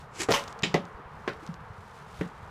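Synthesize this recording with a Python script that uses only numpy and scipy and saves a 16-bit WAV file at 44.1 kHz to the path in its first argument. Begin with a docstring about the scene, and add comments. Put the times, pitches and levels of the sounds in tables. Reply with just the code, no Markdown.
"""Someone climbs a steel lattice tower in an open field, close by.
First comes a scuff, then a grab that knocks the steel and rattles a loose rail.
A struck brace gives a bright clank, and short, dull knocks of boots and hands follow.
In between, shifting weight thumps softly and small contacts tick.
All along, clothes rustle and faint wind blows in far trees and on the microphone."""
import sys
import numpy as np
from scipy.fft import rfft, irfft, next_fast_len
from scipy.io import wavfile
from scipy.ndimage import uniform_filter1d, map_coordinates

SR = 44100
rng = np.random.default_rng(int(sys.argv[2]) if len(sys.argv) > 2 else 0)


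def generate_wav(signal):
    """Clip the signal to [-1, 1] and save it as 16-bit WAV at the path in sys.argv[1]."""
    frames = np.transpose(np.atleast_2d(signal))
    scaled = np.clip(frames, -1, 1) * 32767
    pcm = np.round(scaled).astype(np.int16)
    wavfile.write(sys.argv[1], SR, pcm)


N = 110250
RING_N = 22050  # samples in one hit; a fade time (t60) is the seconds it takes to drop 60 dB


def knocks():
    """Boots and hands strike the steel: a dull blow, a hollow note and a brief ring of the frame."""
    # Each row: start and fade time in seconds, tail and frame levels in dB, hollow note in Hz,
    # its level in dB, then the blow's level in dB at each of bands_hz.
    hits = [(.2868, 0.2, -7, -19, 1207, -26.5, 9.1, 16.6, 24.4, -1, 4, 3.5, -7, -21),
            (0.3053, .06, 8, -25, 724, -27, 21, 6.2, 7.6, 13, 8.4, 7.6, -3, -9.5),
            (0.7419, 0.052, 4, -21.5, 1990, -24, 22, 22.9, 19.9, 16.5, 5.1, 11, -3, -24),
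            (1.2769, 0.037, 0, -32.5, 1062, -26, 9.5, 19.8, 4.4, -2, 13, 7.1, -10, -33),
            (2.2107, 0.024, -4.5, -38, 440, -36, 21.2, 17.2, 3, -2, 2.6, 2.7, -21, -30)]
    # The frequencies in Hz at which a blow's tone is set.
    bands_hz = [150, 420, 680, 1000, 1550, 2050, 5000, 11000]
    # The frame's notes. Each row: pitch in Hz, level in dB, fade time in seconds.
    frame_notes = [(240, -19.5, 0.42), (309.6, -5, 0.092), (330, -19, 0.48), (383, -10.5, 0.22),
                   (420, -20, 0.54), (453, -0.5, 0.13), (541, -7, .17), (562, -9.5, 0.3),
                   (715.4, -6.5, 0.098), (766, -7, 0.14), (1062, -22.5, 0.19), (1244, -18.5, 0.25),
                   (1383, -19.5, .18), (1600, -21, 0.065), (1877, -15.5, 0.16)]
    out, rise_s = np.zeros(N), 0.0004
    for s, t60, tail_db, frame_db, hollow_hz, hollow_db, *bands_db in hits:
        bass = [(30, bands_db[0] - 20), (95, bands_db[0] - 25.5)]
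        colour = [*bass, *zip(bands_hz, bands_db), (15000, bands_db[-1] - 14)]
        envelope = fade_with_tail(t60, tail_s=0.17, tail_db=tail_db, rise_s=rise_s)
        blow = burst(envelope, colour, push=0.18)
        frame = amp(frame_db) * ring(frame_notes, rise_s)
        hollow = ring([(hollow_hz, hollow_db, 0.073)], rise_s=0.00055)
        add(out, s, blow + frame + hollow)
    return out


def rail_rattle():
    """A loose rail catches and slips in its joint, grinding and ringing."""
    # The grinding's tone. Each row: frequency in Hz, level in dB.
    colour = [(100, 8), (300, 8), (550, 16), (750, 10), (980, 21), (1500, 9.5), (2000, 16), (2500, 12.5),
              (3050, 15), (3900, 6.5), (5400, 3.5), (6100, 9), (7200, 0), (10500, -5.5), (15000, -12.5)]
    # The rail's notes. Each row: pitch in Hz, level in dB, fade time in seconds.
    notes = [(565, -32, 0.29), (894, -22.5, 0.13), (927, -25.5, 0.14), (1081, -26.5, 0.14),
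             (1408, -31, 0.19), (1860, -34.5, 0.2), (2200, -35, 0.19), (2860, -31, 0.17),
             (3086, -29.5, 0.13), (5200, -28, 0.11), (5940, -27, 0.092), (6130, -31, .12)]
    out, rise_s = np.zeros(N), 0.004
    grit = amp(wobble(703)[:RING_N])
    chatter = grit * fade_with_tail(0.21, tail_s=0.26, tail_db=-4, rise_s=rise_s)
    add(out, 0.3345, burst(chatter, colour) + ring(notes, rise_s))
    return out


def brace_clank():
    """A struck brace clanks and rings with high notes."""
    # The clank's tone. Each row: frequency in Hz, level in dB.
    colour = [(90, -2), (160, 14), (350, 19.5), (520, 8), (950, 6), (1400, 3.5), (2000, 12), (2900, 11.5),
              (3800, 9), (4400, 3), (5100, 3), (6000, -3), (7200, 0), (9000, -17), (15000, -33)]
    # The brace's notes. Each row: pitch in Hz, level in dB, fade time in seconds.
    notes = [(1860, -33.5, 0.13), (2260, -31.5, 0.11), (2450, -31, 0.16), (2630, -32, .11),
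             (2980, -30, 0.13), (3144, -33.5, 0.18), (3170, -32, 0.13), (3640, -30, 0.13),
             (3930, -34, 0.15), (4603, -41, 0.12), (4932, -38, 0.14), (5120, -39, 0.12),
             (5285, -40.5, 0.14), (6850, -35, 0.078), (7260, -30.5, 0.052)]
    out, rise_s = np.zeros(N), 0.0012
    envelope = fade_with_tail(0.1, tail_s=0.26, tail_db=-3, rise_s=rise_s)
    add(out, 0.6328, burst(envelope, colour) + ring(notes, rise_s))
    return out


def thumps():
    """Each shift of the climber's weight sets off a low, slightly unsteady note."""
    # Each row: start in seconds, level in dB, pitch in Hz, fade time in seconds.
    shifts = [(.196, -39, 81, 0.12), (0.2, -23.5, 330, 0.054), (0.217, -29, 390, 0.11),
              (.287, -25, 122.6, 0.14), (0.63, -19, 158, 0.079), (.668, -28, 175, 0.13),
              (.699, -29, 177, 0.081), (0.7407, -16.5, 163.2, 0.12), (0.794, -33, 173.4, 0.29),
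              (.945, -34, 57, 0.083), (.995, -39.5, 287, 0.04), (1.057, -36.5, 70, 0.077),
              (1.295, -37, 133, 0.06), (1.426, -34.5, 324, 0.061), (1.4894, -23.5, 173, 0.11),
              (1.701, -31, 101, 0.074), (1.783, -29.5, 107, 0.052), (2.009, -42.5, 149.2, 0.2),
              (2.193, -28.5, 88, 0.074), (2.2095, -24.5, 175, 0.15), (2.261, -25, 185, 0.042),
              (2.425, -36.5, 100, 0.1)]
    out, t = np.zeros(N), np.arange(RING_N) / SR
    for s, db, hz, t60 in shifts:
        phase = 2 * np.pi * hz * t + 0.41 * wobble(91)[:RING_N]
        add(out, s, amp(db) * fade(t60, rise_s=0.0028) * np.sin(phase))
    return out


def ticks():
    """Hard little contacts click without ringing."""
    # Each row: start in seconds, level in dB, frequency in Hz where the treble drops off.
    contacts = [(0.208, -8, 7500), (0.3178, 12, 6400), (0.3234, 16, 5370), (.3308, 5, 7900),
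                (0.3952, -5, 7000), (0.439, -9, 9000), (0.478, -8, 7000), (0.4817, -6.5, 7000),
                (0.5266, -11.5, 8300), (0.591, -12, 8100), (0.5947, -16.5, 8000), (0.6241, -4.5, 6900),
                (.7430, 7, 6640), (.853, -16, 7500), (1.2932, -7.5, 5530), (1.3342, -13, 5030),
                (1.4653, -12, 8240), (1.4755, -12, 5900), (1.5418, -13, 7000)]
    # A tick's tone. Each row: frequency in Hz, level in dB.
    tone = [(150, -12), (900, -2.5), (2200, -11), (4000, -7.5), (5800, -8), (9000, -13), (15000, -9)]
    out, hz = np.zeros(N), np.geomspace(50, SR / 2, 40)
    for s, db, edge_hz in contacts:
        treble_cut_db = np.clip(40 * np.log2(hz / edge_hz), 0, 20)
        colour = np.c_[hz, along(tone, hz) - treble_cut_db]
        add(out, s, amp(db) * burst(fade(0.0095, rise_s=0.0001), colour, push=0.5))
    return out


def scuffs():
    """Grainy rubbing swells and dies with each slide over the steel."""
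    # Each row: peak time in seconds, level in dB, seconds to rise 30 dB, seconds to fall 60 dB.
    slides = [(0.2194, -25.5, 0.021, 0.033), (0.2068, -33, .06, 0.027), (0.2325, -32, 0.012, 0.09),
              (0.161, -50, 0.055, 0.067), (0.314, -35.5, 0.035, 0.092), (0.506, -54, 0.13, 0.1),
              (2.278, -58, 0.011, 0.045)]
    # The rubbing's tone. Each row: frequency in Hz, level in dB.
    colour = [(100, -17), (200, -4), (340, 0), (560, -9.5), (900, -10.5), (1500, -7.5), (2300, -5),
              (3500, -11), (6300, -10), (7700, -8.5), (8400, -17), (11000, -21.5), (12000, -30),
              (15000, -36)]
    envelope, t = np.zeros(N), np.arange(N) / SR
    for s, db, rise, fall in slides:
        envelope += amp(db - np.maximum(30 * (s - t) / rise, 60 * (t - s) / fall))
    return envelope * uneven_noise(colour, swing_db=1.5, rate=450)


def tree_wind():
    """Wind in far trees makes a soft, drifting rush."""
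    # The wind's tone. Each row: frequency in Hz, level in dB.
    colour = [(120, -17), (200, -1.5), (290, -17), (450, 1), (560, -6.5), (900, 1), (1250, -1), (1800, -9),
              (2500, -18), (4500, -31.5), (8000, -48.5), (15000, -53)]
    # Each row: time in seconds, level in dB.
    levels = [(0.0, -51), (0.2, -47.5), (0.35, -44), (1.12, -48), (1.4, -47), (1.91, -49.5), (2.5, -47.5)]
    return amp(curve(levels) + 0.18 * wobble(9.8)) * noise(colour)


def microphone_wind():
    """Puffs of wind hit the microphone and rumble."""
    # The rumble's tone. Each row: frequency in Hz, level in dB.
    colour = [(20, -18), (35, -10), (55, -3), (100, -3), (150, -0.5), (200, -9), (280, -21.5), (600, -57)]
    return amp(-52.5) * uneven_noise(colour, swing_db=2.2, rate=12)


def clothes():
    """The climber's clothes rustle faintly."""
    # The rustle's tone. Each row: frequency in Hz, level in dB.
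    colour = [(1000, -8), (2500, 4), (6000, -2), (10000, -9), (15000, -19.5)]
    # Each row: time in seconds, level in dB.
    levels = [(0, -57.5), (.08, -73), (.8, -67), (1.05, -73.5), (1.22, -66), (1.38, -66), (1.46, -60.5),
              (1.58, -72.5), (1.82, -65), (1.97, -61), (2.06, -64.5), (2.18, -55.5), (2.32, -66.5),
              (2.5, -65.5)]
    return amp(curve(levels)) * uneven_noise(colour, swing_db=1.7, rate=200)


def amp(db):
    """Turn decibels into a gain."""
    return 10 ** (np.asarray(db) / 20)


def unit(x):
    """Scale to an average power of 1."""
    return x / np.sqrt(np.mean(x ** 2) + 1e-20)


def along(points, hz):
    """Read between (Hz, value) points on a log frequency scale."""
    f, v = np.transpose(points)
    return np.interp(np.log(hz + 1), np.log(f + 1), v)


def curve(rows):
    """Join (seconds, value) rows with straight lines."""
    return np.interp(np.arange(N) / SR, *np.transpose(rows))


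def wobble(rate):
    """A smooth curve through `rate` random points a second."""
    points = rng.standard_normal(int(N * rate / SR) + 4)
    return map_coordinates(points, [np.arange(N) * rate / SR])


def noise(colour):
    """Noise with the tone given by (Hz, dB) rows."""
    m = next_fast_len(N + 8192)
    gain = amp(along(colour, np.fft.rfftfreq(m, 1 / SR)))
    return unit(irfft(rfft(rng.standard_normal(m)) * gain, m)[:N])


def uneven_noise(colour, swing_db, rate):
    """Noise whose level wobbles at random."""
    return unit(noise(colour) * amp(swing_db * wobble(rate)))


def add(out, s, x):
    """Mix x into out, starting at s seconds."""
    part = out[round(s * SR):][:len(x)]
    part += x[:len(part)]


def fade(t60, rise_s):
    """A quick rise, then a smooth dying away."""
    t = np.arange(RING_N) / SR
    return np.exp(-np.log(1000) * t / t60) * (1 - np.exp(-t / rise_s))


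def fade_with_tail(t60, tail_s, tail_db, rise_s):
    """Blend two fades; tail_db sets the second against the first."""
    return np.hypot(unit(fade(t60, rise_s)), amp(tail_db) * unit(fade(tail_s, rise_s)))


def ring(notes, rise_s):
    """Fading pure notes, each with a slightly random level and a random sign."""
    out, t = np.zeros(RING_N), np.arange(RING_N) / SR
    for hz, db, t60 in notes:
        envelope = amp(db + rng.normal()) * fade(t60, rise_s)
        out += envelope * np.sin(2 * np.pi * hz * t) * rng.choice([-1, 1])
    return out


def burst(envelope, colour, push=0):
    """A first push plus fading noise, which stands for countless close notes."""
    x = envelope * rng.standard_normal(RING_N)
    x /= np.linalg.norm(x)
    x[0] += push
    spectrum = rfft(x)
    own_tone = np.sqrt(np.abs(uniform_filter1d(np.abs(spectrum) ** 2, size=110)) + 1e-12)
    wanted_tone = amp(along(colour, np.fft.rfftfreq(RING_N, 1 / SR)))
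    # Shape the tone so that nothing sounds before the hit (a minimum-phase filter).
    cepstrum = irfft(np.log(wanted_tone / own_tone))
    fold = np.r_[1, np.full(RING_N // 2 - 1, 2), np.zeros(RING_N // 2)]
    return irfft(spectrum * np.exp(rfft(cepstrum * fold)))


def scene():
    """Mix the climb and its background into one channel."""
    climb = knocks() + rail_rattle() + brace_clank() + thumps() + ticks() + scuffs()
    return (climb + tree_wind() + microphone_wind() + clothes())[None]


def record(dry):
    """Cut off the very highest treble."""
    m, top_hz = next_fast_len(N + SR // 2), 15500
    passed = np.fft.rfftfreq(m, 1 / SR) < top_hz
    return irfft(rfft(dry, m) * passed, m)[..., :N]


dry = scene()
out = record(dry)
generate_wav(out)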